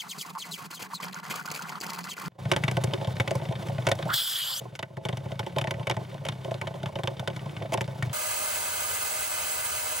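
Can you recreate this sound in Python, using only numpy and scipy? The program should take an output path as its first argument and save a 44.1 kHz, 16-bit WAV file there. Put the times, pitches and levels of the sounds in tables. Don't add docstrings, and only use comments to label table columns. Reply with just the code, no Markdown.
import sys
import numpy as np
from scipy import signal
from scipy.fft import rfft, irfft, next_fast_len
from scipy.io import wavfile
from scipy.ndimage import uniform_filter1d, map_coordinates

SR = 44100
rng = np.random.default_rng(int(sys.argv[2]) if len(sys.argv) > 2 else 0)


def unload_audio(sound):
    columns = np.transpose(np.atleast_2d(sound))
    steps = np.round(np.clip(columns, -1, 1) * 32767)
    wavfile.write(sys.argv[1], SR, steps.astype(np.int16))


N = 441000
TIME = np.arange(N) / SR


def amp(db):
    return 10 ** (np.asarray(db) / 20)


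def unit(x):
    return x / np.sqrt(np.mean(x ** 2, axis=-1, keepdims=True) + 1e-20)


def along(table, hz, column=1):
    columns = np.transpose(table)
    return np.interp(np.log(hz + 1), np.log(columns[0] + 1), columns[column])


def fader(table):
    return amp(np.interp(TIME, *np.transpose(table), left=-200, right=-200))


def wobble(rate_hz):
    return map_coordinates(rng.standard_normal(int(N * rate_hz / SR) + 4), [TIME * rate_hz])


def filtered(x, response):
    n = x.shape[-1]
    size = next_fast_len(n + 8192)
    return irfft(rfft(x, size) * response(np.fft.rfftfreq(size, 1 / SR)), size)[..., :n]


def modes(table):
    return lambda f: sum((-1) ** k * amp(db) * 1j * f * width / (hz * hz - f * f + 1j * f * width)
                         for k, (hz, width, db) in enumerate(table))


def peaked(spectrum, peaks, lift):
    return lambda f: amp(along(spectrum, f)) * np.sqrt(1 + sum(
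        lift * amp(db) ** .5 / (1 + (2 * (f - hz) / width) ** 2) ** 2 for hz, width, db in peaks))


def noise(response, flutter_db, rate_hz):
    return unit(filtered(amp(flutter_db * wobble(rate_hz)) * rng.standard_normal(N), response))


def placed(start_s, sounds):
    at = np.round(np.asarray(start_s) * SR).astype(int)[:, None] + np.arange(sounds.shape[1])
    return np.bincount(at.ravel(), sounds.ravel(), N + SR)[:N]


def gate(rows, edge_s=.008):
    start, length, db = np.transpose(rows)[:, :, None]
    t = np.arange(SR // 3) / SR
    return placed(start[:, 0], amp(db) * np.clip(np.minimum(t, length - t) / edge_s + 0.74, 0, 1))


def bursts(count, t60, response, rise_s, lumps=0.41):
    t = np.arange(SR // 10) / SR
    grain = np.exp(lumps * unit(uniform_filter1d(rng.standard_normal((count, len(t))), size=40)))
    envelope = amp(-60 * t / t60) * (1 - np.exp(-t / rise_s))
    rows = filtered(grain * rng.standard_normal(grain.shape) * envelope, response)
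    return rows / np.abs(rows).max(axis=1, keepdims=True)


def bubbles(count, centre_hz, spread, cycles):
    when, pitch, size = rng.random(count), 2 * rng.random((count, 1)) - 1, rng.random((count, 1))
    age = np.arange(SR // 40) / SR * centre_hz * np.exp(spread * pitch) / cycles
    tone = np.sin(2 * np.pi * cycles * (age + 0.25 * age ** 2))
    return unit(placed(when * N / SR, amp(20 * size) * age * np.exp(-4 * age) * tone))


def rings(rows, cycles, climb):
    start, db, hz = np.transpose(rows)[:, :, None]
    age = np.arange(SR // 20) / SR * hz / cycles
    tone = np.sin(2 * np.pi * cycles * (age + climb * age ** 2))
    return placed(start[:, 0], amp(db) * 4 * age * np.exp(1 - 4 * age) * tone)


# start_s, length_s, from_hz, to_hz, level_db
WHISTLES = [(.0, 0.029, 3500, 1900, -43), (0.092, 0.049, 4500, 1880, -44.5),
            (0.19, 0.056, 4010, 1840, -47.5), (0.397, 0.059, 4610, 1710, -45),
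            (0.51, 0.064, 4430, 1910, -45), (0.734, 0.056, 4630, 2720, -53), (0.942, 0.04, 4540, 3500, -44),
            (2.095, 0.045, 4220, 2020, -47), (4.054, 0.063, 499, 1385, -36.5),
            (4.09, 0.0606, 1285, 1517, -29), (4.562, .042, 5570, 6750, -40)]

def whistles(mouth_hz=(4150, 3200, 2100), mouth_db=(4, 10, 5), rough_hz=200):
    start, length, from_hz, to_hz, db = np.transpose(WHISTLES)[:, :, None]
    progress = np.clip(np.arange(SR // 8) / SR / length, 0, 1)
    hz = from_hz + (to_hz - from_hz) * progress
    hz -= sum(0.98 * (hz - mouth) * np.exp(-((hz - mouth) / 420) ** 2) for mouth in mouth_hz)
    phase = 2 * np.pi * np.cumsum(hz, axis=1) / SR
    flare_db = sum(top / (1 + ((hz - mouth) / 260) ** 2) for mouth, top in zip(mouth_hz, mouth_db))
    fuzz = unit(filtered(rng.standard_normal((4, *hz.shape)), lambda f: 1 / (1 + (f / rough_hz) ** 2)))
    tone = fuzz[0] * np.sin(phase) + fuzz[1] * np.cos(phase)
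    octave = fuzz[2] * np.sin(2 * phase) + fuzz[3] * np.cos(2 * phase)
    tone += amp(-9) * (to_hz < from_hz) * octave
    return placed(start[:, 0], amp(db + flare_db) * np.sin(np.pi * progress ** 0.44) ** 0.49 * tone)


# start_s, length_s, spray_db
GULPS = [(0.034, 0.049, -53), (0.146, 0.042, -45), (0.248, 0.066, -47), (0.453, 0.062, -46),
         (0.577, 0.087, -41.5), (0.704, 0.039, -42.5), (0.793, 0.075, -45), (0.902, 0.039, -57),
         (1.001, 0.098, -50.5), (1.137, 0.063, -73), (1.23, 0.187, -49), (1.453, 0.13, -64),
         (1.606, .18, -58), (1.821, 0.2, -54), (2.048, 0.051, -43.5), (2.169, .22, -48.5)]
# start_s, length_s, level_db
SQUIRTS = [(0, 0.021, -38.5), (.083, 0.05, -40), (.185, 0.043, -38), (.385, 0.053, -38.5),
           (.51, 0.048, -41.5), (.739, 0.024, -46), (.93, 0.029, -42.5), (2.09, 0.027, -41.5)]
# freq_hz, level_db
SPRAY_EQ = [(500, 5.5), (1500, -13), (2400, 5.5), (3200, -2.5), (3800, -7.5), (4600, 5), (5700, -7),
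            (6500, 0.5), (7600, -3), (9700, -5.5), (12000, -5.5), (16000, -9)]

def spray(froth):
    sputter = unit(amp((1.26 + 0.58 * froth) * 3 * (wobble(110) + wobble(34.86))))
    hiss = noise(lambda f: amp(along(SPRAY_EQ, f)), flutter_db=3, rate_hz=120)
    squirt = noise(lambda f: amp(along(SPRAY_EQ, f)) / (1 + (3000 / (f + 1)) ** 6), 4, rate_hz=64)
    fizz = froth * amp(-4.5) * bubbles(6000, centre_hz=2230, spread=0.29, cycles=9.5)
    return (amp(-55) + gate(GULPS)) * sputter * (hiss + fizz) + gate(SQUIRTS, edge_s=0.025) * squirt


# time_s, level_db
HUM_LEVEL = [(0, -53), (.07, -50), (.2, -53), (.45, -49), (.9, -50.5), (1.6, -48), (2.0, -48.5),
             (2.13, -49), (2.283, -44.5)]
# pitch_hz, width_hz, level_db
HUM_MODES = [(172.5, 45, 1.5), (428, 54, -7)]

def pan_hum(lag_s=0.027, shut_gain=0.49):
    swell = shut_gain + gate([(start + lag_s, length, 0) for start, length, _ in GULPS], edge_s=0.025)
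    return fader(HUM_LEVEL) * swell * noise(lambda f: modes(HUM_MODES)(f) ** 2, flutter_db=2, rate_hz=28)


# pitch_hz, width_hz, level_db
HOLLOW_MODES = [(1053, 105, -5.5), (1410, 77, -23), (835, 450, -11)]

def hollow(froth, open_db=-46.5):
    opening = amp(-57) + gate([(start, length, open_db) for start, length, _ in GULPS])
    breath = noise(lambda f: modes(HOLLOW_MODES)(f) / (1 + (640 / (f + 1)) ** 6), 0, rate_hz=120)
    hoot = noise(lambda f: modes([(1046, 230, 0)])(f) ** 2, flutter_db=1, rate_hz=32)
    gurgle = froth * amp(-0.5) * bubbles(3000, centre_hz=1125, spread=0.36, cycles=7.5)
    blips = scattered(-43.5, bursts(170, t60=0.016, response=modes(HOLLOW_MODES), rise_s=0.0018))
    return opening * (breath + gurgle + blips / amp(open_db)) + gate([(0.352, 0.034, -33.5)]) * hoot


# start_s, peak_db
SPITS = [(0.301, -30), (0.379, -34), (1.0415, -28), (1.242, -39), (1.321, -21), (1.396, -33), (1.455, -23),
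         (1.513, -19), (1.545, -22), (1.558, -22), (1.572, -25), (1.6213, -23.5), (1.691, -22),
         (1.8102, -22.5), (1.8642, -22), (1.899, -19.5), (1.931, -23), (2.041, -24.5)]
# start_s, peak_db, pitch_hz
BLOPS = [(0.934, -25.5, 1030), (1.0, -33, 1050), (1.163, -28, 1390), (1.235, -35, 980), (1.292, -38, 935),
         (1.34, -23.5, 1130), (1.395, -28, 1420), (1.448, -34, 1180), (1.48, -26.5, 1390),
         (1.593, -27, 1370), (1.701, -32, 923), (1.754, -27, 1220), (1.835, -28, 1440), (1.86, -32.5, 869),
         (1.92, -31, 904), (1.988, -28.5, 950), (2.077, -34, 1400), (2.18, -30, 1400), (2.271, -33, 1340)]

def frothing():
    start, db = np.transpose(SPITS)
    spits = bursts(len(start), 0.025, spit_colour(len(start), floor=1), rise_s=0.003, lumps=0.56)
    spatter = scattered(-36, bursts(140, 0.01, spit_colour(140, floor=0.28), rise_s=0.001))
    return placed(start, amp(db)[:, None] * spits) + spatter + rings(BLOPS, cycles=5.7, climb=0.034)


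def spit_colour(count, floor):
    hz = 1300 * 5.5 ** rng.random((count, 1))
    return lambda f: amp(along(SPRAY_EQ, f)) * (floor + 1 / (1 + ((f - hz) / (0.19 * hz)) ** 4))


def scattered(db, sounds, span_s=(1.0, 2.28), scatter_db=4):
    size = amp(db + scatter_db * rng.standard_normal((len(sounds), 1)))
    return placed(rng.uniform(*span_s, len(sounds)), size * sounds)


# time_s, level_db
BOIL_LEVEL = [(2.283, -68), (2.38, -71), (2.39, -48), (2.6, -44.5), (3.3, -45), (4.1, -44), (4.2, -72),
              (4.59, -65.5), (4.61, -52), (4.9, -60.5), (5.1, -49.5), (5.7, -49), (6.2, -49.5),
              (7.2, -49.5), (8.13, -46.5)]
# pitch_hz, width_hz, level_db
PAN_MODES = [(125.2, 48.6, -1.5), (177, 66, -5.5)]
TROUGH_MODES = [(367, 35.4, -0.5), (547, 33, 2.5), (655, 39, 1), (757, 51, -7), (874, 44, -2.5),
                (1051, 46, -8)]
FIN_MODES = [(1503, 33, 33), (1825, 84, 9), (1990, 60, 20), (2227, 116, 22), (3070, 430, 4),
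             (3606, 240, 23)]
# freq_hz, level_db
FIZZ_EQ = [(150, -50), (300, 7.5), (1000, -3), (2000, -11.5), (4000, -15), (6000, -18.5), (10000, -24),
           (16000, -23)]

def simmer():
    throb = noise(lambda f: modes(PAN_MODES)(f) / (1 + (f / 260) ** 4), flutter_db=1.5, rate_hz=50)
    churn = 1.14 * noise(modes(TROUGH_MODES), flutter_db=8.5, rate_hz=88)
    gurgle = bubbles(500, centre_hz=626, spread=0.454, cycles=6)
    churn += 0.38 * unit(filtered(gurgle, modes(TROUGH_MODES)))
    fizz = noise(peaked(FIZZ_EQ, FIN_MODES, lift=0.94), flutter_db=2.5, rate_hz=70)
    splutter = bubbles(6000, centre_hz=2500, spread=.5, cycles=6.7)
    fizz += 0.21 * unit(filtered(splutter, peaked([(1000, 0)], FIN_MODES, lift=.8)))
    return fader(BOIL_LEVEL) * (amp(5) * throb + churn + fizz)


# start_s, crack_db
SMALL_POPS = [(2.5346, -18), (3.0121, -32), (3.1657, -29), (3.4151, -33.5), (3.5535, -30), (3.625, -34),
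              (3.7183, -36), (3.822, -34), (5.3537, -37), (5.4293, -32), (5.8286, -33.5), (6.0487, -37),
              (6.1789, -34), (6.2654, -23), (6.3205, -32), (7.1672, -37), (7.3922, -33), (7.4927, -32),
              (7.6016, -37), (7.656, -36), (7.842, -33)]

def weak_pops(every_s=.034, jitter_s=.003):
    over_boil_db, scatter_db = (4.5, -26.5, 4.5, 9.5), (5.9, 7.8, 7.8, 2.2)
    small_s, small_db = np.transpose(SMALL_POPS)
    edges = [BOIL_LEVEL[0][0], *np.sort([*np.transpose(POPS)[0], *small_s]), BOIL_LEVEL[-1][0]]
    fill_s = np.concatenate([np.linspace(a, b, max(round((b - a) / every_s), 1) + 1)[1:-1]
                             for a, b in zip(edges, edges[1:])])
    start = np.append(small_s, fill_s + jitter_s * rng.standard_normal(len(fill_s)))
    levels = np.interp(start, *np.transpose(BOIL_LEVEL))[:, None] + over_boil_db
    levels += scatter_db * rng.standard_normal(levels.shape)
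    levels[:len(small_s), 0] = small_db
    return np.column_stack([start, levels])


# start_s, crack_db, snap_db, knock_db, thump_db
POPS = [(2.4534, -26.5, -57, -31, -25.5), (2.5154, -10, -31, -18.5, -27), (2.5631, -12, -30.5, -20, -30),
        (2.637, -12.5, -34, -32, -26.5), (2.6804, -13, -53, -34, -26.5), (2.7123, -21.5, -36, -29, -29),
        (2.7689, -18, -37, -20.5, -25), (2.8377, -19.5, -30.5, -24, -25), (2.872, -29, -52, -42, -27),
        (2.9358, -18, -43, -33, -33), (3.046, -28, -51, -43, -52), (3.0722, -29, -45, -32.5, -25.5),
        (3.1992, -12, -34, -25, -23.5), (3.2765, -18, -39, -25, -31), (3.3076, -19, -35.5, -25, -32),
        (3.3537, -30, -35.5, -30.5, -27), (3.4527, -30, -58, -32, -38), (3.4868, -31.5, -54, -38, -26),
        (3.5226, -29, -53, -31.5, -49), (3.684, -32, -49, -53, -27.5), (3.7814, -26.5, -57, -36, -27),
        (3.868, -12, -30.5, -21, -28), (3.8868, -15.5, -32.5, -20.5, -33),
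        (3.9145, -12.5, -32.5, -20.5, -29), (3.9887, -25.5, -50, -29, -45), (4.0516, -39, -48, -33, -33),
        (4.1012, -22, -53, -50, -43), (4.136, -23, -47, -45, -41), (4.7525, -29, -45, -58, -53),
        (4.791, -25.5, -45, -30, -42), (4.8273, -21, -43.5, -31, -38), (4.969, -33, -61, -31.5, -36),
        (5.051, -20.5, -44, -27, -31.5), (5.0866, -19, -39.5, -25, -32), (5.1271, -28, -61, -30.5, -30),
        (5.1705, -31, -43.5, -36, -34), (5.256, -38, -64, -32.5, -32), (5.3176, -27, -59, -42, -31.5),
        (5.3929, -21.5, -40.5, -26, -33), (5.4637, -31, -47, -28, -38), (5.5622, -23, -57, -21, -31.5),
        (5.5843, -16.5, -32.5, -23.5, -34), (5.613, -20, -38, -30, -29.5), (5.6404, -20, -53, -26.5, -35),
        (5.672, -22.5, -60, -26, -29.5), (5.7083, -21, -39.5, -28, -33), (5.739, -29, -63, -36, -35),
        (5.7953, -34, -64, -33.5, -32), (5.87, -17, -36, -22, -33), (5.897, -17, -35, -20.5, -34),
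        (5.912, -15.5, -36, -30, -35), (5.9667, -28, -49, -29.5, -28.5), (6.142, -36, -58, -33, -38),
        (6.2506, -23, -39.5, -27.5, -42), (6.2858, -16, -35, -34, -32), (6.4459, -27, -48, -31, -40),
        (6.5098, -30, -49, -31, -33.5), (6.5421, -25, -56, -32, -36), (6.6133, -21, -44, -32, -34),
        (6.6713, -25, -59, -28.5, -37), (6.8308, -27, -48, -29, -32.5), (6.8586, -20, -47, -34, -32),
        (6.9554, -24.5, -60, -27.5, -33), (6.988, -27, -49, -27, -36), (7.0345, -21.5, -44.5, -27, -29),
        (7.074, -17, -41, -26, -32), (6.7393, -37.5, -60, -32, -44), (7.1946, -22.5, -43.5, -32, -33.5),
        (7.275, -17, -41, -27.5, -33), (7.3002, -31, -65, -33, -36), (7.3619, -32, -50, -48, -34),
        (7.4575, -37, -56, -31.5, -32.5), (7.6212, -29, -64, -31, -34), (7.721, -25.5, -44, -23, -48),
        (7.731, -26, -32, -28.5, -38), (7.7397, -17.5, -27.5, -21, -44), (7.7744, -23.5, -40, -25, -31),
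        (7.809, -15.5, -37, -25.5, -30.5), (7.877, -33, -51, -32, -33), (8.0249, -18, -40, -33, -27)]
# freq_hz, level_db
CRACK_EQ = [(600, 6.5), (1200, 7.5), (2500, 0.5), (3800, -4.5), (5500, -6), (8000, -14), (12000, -20.5),
            (16000, -24.5)]

def pops(snap_crest_db=11, knock_crest_db=2.5, thump_crest_db=6.5):
    start, crack_db, snap_db, knock_db, thump_db = np.vstack([POPS, weak_pops()]).T[:, :, None]
    count = len(start)
    pocket_hz = 3000 * np.exp(0.18 * rng.standard_normal(start.shape))
    softness = amp(-.7 * (crack_db + 17))
    fins = peaked(CRACK_EQ, FIN_MODES, lift=2.5)
    crack = bursts(count, 0.032, lambda f: fins(f) * (1 + 2 / (1 + ((f - pocket_hz) / 700) ** 2)),
                   rise_s=0.00025 * softness)
    snap = bursts(count, 0.029, lambda f: amp(along(CRACK_EQ, f)) * f ** 4 / (f ** 4 + 5800.0 ** 4),
                  rise_s=0.00018 * softness, lumps=0.91)
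    knock = bursts(count, 0.046, modes(TROUGH_MODES), rise_s=0.00099)
    seethe = bursts(count, 0.083, lambda f: fins(f) / (1 + (f / 4500) ** 4), rise_s=0.0018)
    t = np.arange(crack.shape[1]) / SR
    detune = 1 + 0.045 * rng.standard_normal(start.shape)
    swing = sum(amp(db - 32 * width * t) * np.cos(2 * np.pi * hz * detune * (t - .009))
                for hz, width, db in PAN_MODES)
    thump = (1 - np.exp(-t / 0.024)) ** 3 * swing
    thump /= np.abs(thump).max(axis=1, keepdims=True)
    top = amp(crack_db) * (crack + amp(-13.5) * seethe) + amp(snap_db + snap_crest_db) * snap
    body = amp(knock_db + knock_crest_db) * knock + amp(thump_db + thump_crest_db) * thump
    return placed(start[:, 0], top + body)


# start_s, level_db, pitch_hz
PLOPS = [(2.77, -23, 620), (2.839, -25, 371), (2.938, -23, 390), (3.046, -25, 660), (3.2, -30, 880),
         (3.31, -18.5, 640), (3.782, -26, 637), (3.87, -16, 716), (3.916, -19, 684), (3.991, -31, 650),
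         (4.053, -31, 650), (5.088, -27, 630), (5.319, -27.5, 630), (5.395, -30, 536), (5.566, -31, 547),
         (5.641, -27.5, 566), (5.673, -36, 650), (5.71, -30, 568), (5.9, -25, 590), (5.967, -22.5, 870),
         (6.451, -26.5, 570), (6.513, -22, 656), (6.833, -29, 640), (7.037, -27, 674), (7.076, -27, 550),
         (7.277, -28, 557), (7.725, -25, 650), (7.811, -30, 566), (7.88, -27.5, 569.5)]

def plops():
    return amp(5.5) * filtered(rings(PLOPS, cycles=3.4, climb=0.012), modes(TROUGH_MODES))


# time_s, level_db
LIFT_LEVEL = [(4.08, -44), (4.105, -49), (4.13, -36), (4.14, -19), (4.15, -25), (4.19, -27), (4.25, -29.5),
              (4.58, -32), (4.6, -35.5)]
# freq_hz, level_db
LIFT_EQ = [(150, -39), (500, -22.5), (2700, -16), (3000, -4), (4700, -5), (6000, -16), (7500, -10),
           (10000, -14), (11800, -10), (13000, -1.5), (14500, -7.5), (16000, -13)]
# pitch_hz, width_hz, weight_db
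LIFT_MODES = [(1450, 1130, 11), (3250, 600, 2), (3380, 140, -4), (4660, 370, -9), (5200, 61, 9),
              (7500, 230, -3), (11530, 600, -7)]

def lifted_hiss(slide=.025, patch_db=2.5, patch_hz=900, patch_s=.04):
    hz, t, spectra = signal.stft(amp(0.52 * wobble(170)) * rng.standard_normal(N), SR, nperseg=512)
    shift = 1 + slide * wobble(9)[::256][np.minimum(np.arange(len(t)), (N - 1) // 256)]
    swish = uniform_filter1d(rng.standard_normal(spectra.shape), round(patch_hz / hz[1]), axis=0)
    swish = uniform_filter1d(swish, round(patch_s / t[1]), axis=1)
    spectra *= peaked(LIFT_EQ, LIFT_MODES, lift=4.4)(hz[:, None] * shift)
    spectra *= amp(patch_db * swish / swish.std())
    return fader(LIFT_LEVEL) * unit(signal.istft(spectra, SR, nperseg=512)[1][:N])


# freq_hz, level_db
JET_EQ = [(40, -24), (84, -5), (165, -20), (350, -18.5), (600, -7), (1200, -5), (2500, -11.5),
          (5500, -13.5), (7500, -9), (9300, -2.5), (10200, -18.5), (12500, -16.5), (14200, -10.5),
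          (14800, -9.5), (16000, -10)]
# pitch_hz, width_hz, weight_db
CABINET_MODES = [(625, 34, 4.5), (933, 35, -10), (1234, 40, 6), (1489, 74, 11), (1650, 32, -8),
                 (2077, 160, -4), (2530, 260, -4), (3010, 100, 1), (6450, 46, 12), (6700, 34, -4),
                 (7680, 41, -6), (7810, 53, 6), (9290, 120, -1), (10990, 160, 14), (14200, 90, -4),
                 (15000, 180, -4), (15700, 110, 6)]
# freq_hz, half_width_hz, depth_ratio
NOTCHES = [(660, 19, 0.55), (870, 30, 0.7), (1093, 26, 0.7), (1263, 25, 0.5), (1447, 27, 0.68),
           (1547, 40, 0.4), (1857, 58, 0.82), (2390, 48, 0.85), (2960, 31, .55), (3630, 61, 0.86),
           (5570, 75, 1), (7070, 110, 0.75), (8850, 103, 0.86), (14750, 110, .6)]

def jet():
    colour = peaked(JET_EQ, CABINET_MODES, lift=5)
    notches = lambda f: np.prod([1 - depth / (1 + ((f - hz) / width) ** 2)
                                 for hz, width, depth in NOTCHES], axis=0)
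    return amp(4) * noise(lambda f: colour(f) * notches(f), flutter_db=0.62, rate_hz=45)


def stereo(x, image, t60, drift):
    t = np.arange(SR // 2) / SR
    tails = rng.standard_normal((2, len(t))) * amp(-60 * t / t60) * (t > .002)
    tails /= np.linalg.norm(tails[0])
    blend = drift * wobble(12)
    echo = signal.fftconvolve(x * [np.cos(blend), np.sin(blend)], tails, axes=1).sum(0)[:N]
    side = np.array([[.5], [-.5]])
    wet = lambda f: np.clip(1 - along(image, f, column=2), 0, 1) / (1 + (250 / (f + 1)) ** 8) / 2
    direct = filtered(x, lambda f: np.sqrt(1 - wet(f)) * np.exp(-1j * side * along(image, f)))
    reflected = filtered(echo, lambda f: 2 * side * np.sqrt(wet(f)))
    return filtered(direct + reflected, lambda f: amp(side * along(image, f, column=3)))


# pitch_hz, width_hz, weight_db
NOOK_MODES = [(723, 22, 12), (912, 44, 6), (1436, 82, 7), (2030, 64, 13), (3160, 70, 2), (4050, 150, -6),
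              (5430, 130, 10), (6400, 200, -1), (7900, 140, 1)]
# freq_hz, phase_gap_rad, direct_ratio, left_over_right_db
SLURP_IMAGE = [(400, 0.78, 0.45, 0), (900, 0.54, 0.71, -2.5), (2800, -0.045, 0.11, 2), (3680, -0.34, 1, 2),
               (5500, 0.63, 1, -0.5), (12000, .55, 0.98, 0.5), (14000, 0, .97, 0), (16000, -.2, .95, 4)]
BOIL_IMAGE = [(60, 0, 1, -2.1), (190, 0.08, 0.91, 3), (350, 1.08, 0.2, -5), (670, 0.13, 0.98, 0),
              (1230, 1.42, 1, -6.5), (1920, 0.5, 0.24, 4), (2930, 0.23, 1, 0.5), (4500, .5, 0.93, 0.5),
              (8600, 0.77, 1, -0.5), (11730, -0.9, 0.98, 1.5), (12130, 4, 1, -1), (13600, 3.5, 0.86, 0),
              (16000, 5.5, .6, 1)]
JET_IMAGE = [(100, 0, 1, 1), (850, 1.59, 1, -3), (2700, 0.86, 0.58, -3), (5000, 0, 0.43, -5.5),
             (7770, 1, 0.31, -2.5), (8900, 4, 1, 10), (9345, 2.5, 0.77, -4), (10500, -9, 1, 16),
             (11580, 0.7, 1, 1), (13150, -3.5, 1, -7), (13900, -4.5, 1, -1), (14900, -3.5, 0.64, 0),
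             (15400, -7.5, .8, 4)]
# time_s, level_db
JET_LEVEL = [(8.13, -34.5), (8.156, -33), (10.0, -33.5)]

def scene():
    boil_s, jet_s = BOIL_LEVEL[0][0], JET_LEVEL[0][0]
    froth = np.clip(TIME, 0, 1) ** 2
    glides = whistles()
    slurp = glides + spray(froth) + pan_hum() + hollow(froth) + frothing()
    slurp = filtered(slurp, peaked([(45, -17), (120, -1)], NOOK_MODES, lift=1.9))
    boil = glides + simmer() + pops() + plops() + lifted_hiss()
    mix = stereo(slurp, SLURP_IMAGE, t60=0.035, drift=0.87) * (TIME < boil_s)
    mix += stereo(boil, BOIL_IMAGE, t60=0.039, drift=1.5) * (TIME > boil_s) * (TIME < jet_s)
    return mix + stereo(jet(), JET_IMAGE, t60=0.96, drift=.3) * fader(JET_LEVEL)


def record(dry, bass_hz=50, top_hz=15780):
    return filtered(dry, lambda hz: (hz < top_hz) / (1 + (bass_hz / (hz + 1)) ** 3))


dry = scene()
out = record(dry)
unload_audio(out)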